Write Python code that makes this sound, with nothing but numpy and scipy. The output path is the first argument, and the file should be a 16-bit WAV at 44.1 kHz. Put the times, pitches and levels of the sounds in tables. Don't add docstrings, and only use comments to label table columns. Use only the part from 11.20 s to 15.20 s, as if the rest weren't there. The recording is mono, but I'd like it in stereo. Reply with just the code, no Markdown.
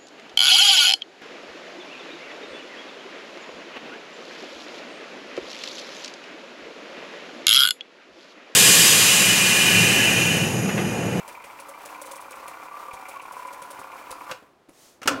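import sys
import numpy as np
from scipy import signal
from scipy.fft import rfft, irfft, next_fast_len
from scipy.io import wavfile
from scipy.ndimage import uniform_filter1d, map_coordinates

SR = 44100
rng = np.random.default_rng(int(sys.argv[2]) if len(sys.argv) > 2 else 0)


def master_out(mix):
    frames = np.transpose(np.atleast_2d(mix))
    ceiling = np.clip(frames, -1, 1)
    pcm = np.round(ceiling * 32767).astype(np.int16)
    wavfile.write(sys.argv[1], SR, pcm)


def decibels_to_gain(level_db):
    exponent = np.asarray(level_db, float) / 20
    return 10 ** exponent


N = 176400
T = np.arange(N) / SR
STOP_S = 3.12


def unit(x):
    return x / np.sqrt(np.mean(x ** 2) + 1e-20)


def along(points, hz):
    f, value = np.transpose(points)
    return np.interp(np.log(hz + 1), np.log(f + 1), value)


def wobble(rate):
    knots = rng.standard_normal(int(N * rate / SR) + 4)
    return map_coordinates(knots, [T * rate])


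def filtered(x, response):
    m = next_fast_len(x.shape[-1] + 8192)
    f = np.fft.rfftfreq(m, 1 / SR)
    return irfft(rfft(x, m) * response(f), m)[..., :x.shape[-1]]


def coloured(shape, spectrum, tilt_db=0):
    def response(f):
        return decibels_to_gain(along(spectrum, f) + tilt_db * np.log2((f + 20) / 2000))
    return unit(filtered(rng.standard_normal(shape), response))


def broad(spectrum):
    wide = 0.88
    x = coloured((3, N), spectrum)
    return unit(x[0] + np.tan(wide) * x[1:])


def ring(x, hz, width_hz):
    def response(f):
        narrow = 1j * f * width_hz / (hz * hz - f * f + 1j * f * width_hz)
        return narrow / (1 + 1j * (f / hz - hz / (f + 1)))
    return filtered(x, response)


def body(force, modes, sharp, waver_db, blow=0):
    out = np.zeros(N)
    for hz, db in modes:
        tone = unit(ring(force * rng.standard_normal(N) + blow, hz, hz / sharp))
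        out += decibels_to_gain(db + waver_db * wobble(7.1)) * tone
    return out


def add(track, s, x):
    part = track[round(s * SR):][:len(x)]
    part += x[:len(part)]


def swell(t, rise_s, fall_s):
    return (1 - np.exp(-t / rise_s)) * np.exp(-t / fall_s)


def running():
    return decibels_to_gain(-60 * np.maximum(T - STOP_S, 0) / 0.5)


# t/s, turns made
SPINDLE_TURNS = [(0, .42), (.31, 10.24), (.62, 20.35), (.93, 30.73), (1.24, 41.33), (1.55, 52.23),
                 (2.17, 74.05), (2.48, 85.15), (3.1, 107.09)]
# t/s, level/dB
WINDING_LEVEL = [(0, -47), (.4, -46.5), (1.2, -43.5), (2, -43.5), (3.1, -43)]
# f/Hz, level/dB
CASE_MODES = [(300, -14.5), (545, -9), (746, -12), (890, -14), (992, 0.5), (1075, -1), (1172, -3.5),
              (1320, -7.5), (1420, -7.5)]
# middle t/s, length t/s, f/Hz, level/dB before its beat and waver
SINGING = [(1.274, 0.12, 1159, -47.5), (1.627, 0.26, 1172, -40), (1.803, 0.23, 760, -47.5),
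           (1.966, 0.023, 1110, -33), (2.295, 0.35, 995, -41), (2.454, 0.061, 999, -36)]


def spindle():
    knock_lead = .05
    chatter_db = -13.5
    knock_db, knock_s = 35, .0006
    turns = np.interp(T, *np.transpose(SPINDLE_TURNS)) + knock_lead
    size = decibels_to_gain(1.5 * rng.standard_normal(200))[turns.astype(int)]
    contacts = size * np.exp(-(turns % 1) / 0.3) * (T < STOP_S)
    clicks = size * np.diff(np.floor(turns), prepend=0)
    blow = decibels_to_gain(knock_db) * uniform_filter1d(clicks, size=round(knock_s * SR))
    x = body(contacts + decibels_to_gain(chatter_db), CASE_MODES, sharp=24, waver_db=2.5, blow=blow)
    x = x / np.sqrt(uniform_filter1d(x ** 2, SR // 2))
    x = x * decibels_to_gain(np.interp(T, *np.transpose(WINDING_LEVEL))) * running()
    beat = 1 + 0.37 * np.cos(2 * np.pi * (turns - .2))
    for s, length_s, hz, db in SINGING:
        cycles = np.cumsum(hz + 12 * wobble(30)) / SR
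        window = np.exp(-((T - s) / length_s * 2) ** 4)
        x = x + decibels_to_gain(db + 1.17 * wobble(25.11)) * beat * window * np.sin(2 * np.pi * cycles)
    return x


# t/s, turns made
REEL_TURNS = [(0, -5.6), (.835, 0), (1.421, 4), (3.006, 15), (3.11, 15.72)]
# place in the turn, level/dB
REEL_TICKS = [(0, -43.5), (.4, -46.5), (.74, -52)]
# f/Hz, level/dB
HUB_MODES = [(2080, 1), (2357, 6), (2660, -2.5), (3045, -15)]


def reel():
    turns = np.interp(T, *np.transpose(REEL_TURNS))
    size = decibels_to_gain(1.1 * rng.standard_normal((40, 3)))
    ticks = np.zeros(N)
    for k, (place, db) in enumerate(REEL_TICKS):
        since = turns - place
        ticks += decibels_to_gain(db) * size[np.floor(since).astype(int) + 10, k] * np.exp(-(since % 1) / 0.065)
    force = ticks * (T < STOP_S) + decibels_to_gain(-60.5) * running()
    hub = body(force, HUB_MODES, sharp=21.7, waver_db=2.5)
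    return unit(hub) * np.sqrt(np.mean(force ** 2))


# f/Hz, level/dB per Hz
TAPE_COLOUR = [(150, -15.5), (900, 3), (3300, -13.5), (15800, -19)]


def tape():
    level_db = -47 + 1.84 * wobble(18) + 1.6 * wobble(150)
    return broad(TAPE_COLOUR) * decibels_to_gain(level_db) * running()


# f/Hz, level/dB per Hz
AIR_COLOUR = [(15, -56), (42, -14), (110, -9.5), (335, -1.5), (637, -3.5), (15800, -38.5)]


def air():
    x = coloured((3, N), AIR_COLOUR)
    return decibels_to_gain(-59) * (0.8 * x[0] + .5 * x[1:])


# f/Hz, t60/s
ROOM_DECAY = [(200, 0.31), (2000, 0.36), (12000, 0.11)]


def room(x):
    out, step = np.zeros((2, N + SR)), SR // 4
    for i in range(0, N, step):
        hz, t, z = signal.stft(rng.standard_normal((2, SR // 2)), SR, nperseg=256)
        fade = decibels_to_gain(-60 * t / along(ROOM_DECAY, hz)[:, None])
        tail = signal.istft(z * fade, SR, nperseg=256)[1]
        wet = signal.fftconvolve(x[None, i:i + step], tail / np.linalg.norm(tail[0]), axes=1)
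        start = i + 200
        out[:, start:start + wet.shape[1]] += wet
    return decibels_to_gain(-10) * out[:, :N]


# f/Hz, lead/radians
LEFT_LEAD = [(2700, 0.3), (4200, 1.7)]
# f/Hz, level/dB
LEFT_TILT = [(60, -1), (400, -3.5), (2400, 0), (9000, -6)]


def microphones(x):
    side = np.array([[.5], [-.5]])

    def response(f):
        return decibels_to_gain(side * along(LEFT_TILT, f)) * np.exp(1j * side * along(LEFT_LEAD, f))
    return filtered(x, response)


# t/s, level/dB before the offsets below
SCRAPE_TIMES = [(0.0792, -34.5), (0.2418, -38.5), (0.398, -38.5), (0.4868, -34.5), (0.6539, -35),
                (0.815, -32.5), (0.8574, -34.5), (0.9133, -31.5), (0.9567, -33.5), (1.007, -40),
                (1.1084, -35.5), (1.155, -44), (1.279, -36), (1.7335, -35), (1.8851, -34.5), (2.018, -42.5),
                (2.1226, -38), (2.167, -44.5), (2.271, -42), (2.3281, -38), (2.4204, -36), (2.455, -46),
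                (2.5067, -32.5), (2.595, -39.5), (2.9078, -30), (3.49, -51.5)]
# f/Hz, level/dB per Hz
FLANGE_COLOUR = [(1500, -12), (2500, -8), (7500, -3.5), (9900, 0), (12000, -10.5), (15800, -10)]


def scrapes():
    out, t = np.zeros(N), T[:SR // 10]
    for s, db in SCRAPE_TIMES:
        grit = decibels_to_gain(4.14 * rng.standard_normal(len(t) // 40 + 1)).repeat(40)[:len(t)]
        hiss = coloured(len(t), FLANGE_COLOUR, 1.45 * rng.standard_normal())
        add(out, s - .003, decibels_to_gain(db + 8.5) * swell(t, 0.018, 0.0085) * grit * hiss)
        tone = np.sin(2 * np.pi * (545 + 20 * rng.standard_normal()) * t)
        add(out, s, decibels_to_gain(db - 2) * swell(t, 0.0028, 0.012) * tone)
    return out


# t/s, level/dB
THUMP_TIMES = [(2.591, -36), (3.223, -42.5), (3.486, -41), (3.856, -22.5)]


def thumps():
    out, t = np.zeros(N), T[:SR // 3]
    thump_hz, t60_s = 285, 0.076
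    for s, db in THUMP_TIMES:
        sound = np.sin(2 * np.pi * thump_hz * t) + 0.64 * coloured(len(t), AIR_COLOUR)
        add(out, s, decibels_to_gain(db - 60 * t / t60_s) * (1 - np.exp(-t / 0.0029)) * sound)
    return out


# t/s, level/dB, tilt/dB per octave
BLOW_TIMES = [(3.094, -35, -4.5), (3.112, -25, -1.5), (3.8169, -35, -2.5), (3.83, -33, 0),
              (3.857, -35.5, 0), (3.8748, -9.5, 0.5), (3.882, -17, -2.5)]
# f/Hz, level/dB before the tilt, t60/s
PLATE_MODES = [(527, -14, 0.13), (1360, -5.5, 0.074), (2410, -6.5, 0.043), (2760, -6.5, .06)]
# f/Hz, level/dB per Hz
CRACK_COLOUR = [(30, -52), (120, -14.5), (1400, 0.5), (3000, -6), (6300, -5.5), (15800, -22)]


def blows():
    out, t = np.zeros(N), T[:SR // 3]
    for s, db, tilt_db in BLOW_TIMES:
        tones = np.zeros(len(t))
        for hz, mode_db, t60_s in PLATE_MODES:
            rough = unit(ring(rng.standard_normal(len(t)), hz, hz / 14))
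            tones += decibels_to_gain(mode_db + tilt_db * np.log2(hz / 2000) - 60 * t / t60_s) * rough
        burst = coloured(len(t), CRACK_COLOUR, tilt_db) * swell(t, 0.00081, 0.0087)
        add(out, s, decibels_to_gain(db) * (tones * (1 - np.exp(-t / 0.0037)) + burst))
    return out


# start t/s, loudest t/s, spread t/s, level/dB
CLOTH_SLIDE = (3.485, 3.64, .075, -52.5)
# f/Hz, level/dB per Hz
WEAVE_COLOUR = [(500, -12.5), (2500, -13.5), (6300, -8), (15800, -19.5)]


def cloth():
    start_s, top_s, spread_s, db = CLOTH_SLIDE
    shape = np.exp(-.5 * ((T - top_s) / spread_s) ** 2) * (T > start_s)
    return broad(WEAVE_COLOUR) * decibels_to_gain(db) * shape


# f/Hz, level/dB
BUZZ_MODES = [(281, -3), (540, -10.5), (1060, -4.5), (1430, -9)]


def buzz():
    start_s, t60_s, level_db = 3.9, 0.76, -26.5
    sound = 0.56 * coloured(N, AIR_COLOUR)
    for hz, db in BUZZ_MODES:
        cycles = np.cumsum(hz * (1 + 0.033 * wobble(90))) / SR
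        sound += decibels_to_gain(db + 3.7 * wobble(40)) * np.sin(2 * np.pi * cycles)
    fade = decibels_to_gain(level_db - 60 * np.clip(T - start_s, 0, 1) / t60_s)
    return fade * sound * np.clip((T - start_s) / .015, 0, 1)


def scene():
    near = spindle() + reel() + scrapes() + thumps() + blows() + buzz()
    hiss = tape() + cloth()
    return microphones(near + hiss) + room(near + hiss[0]) + air()


def top_cut(x):
    return signal.sosfilt(signal.butter(12, 15870, fs=SR, output="sos"), x)


def record(dry):
    return top_cut(dry)


dry = scene()
out = record(dry)
master_out(out)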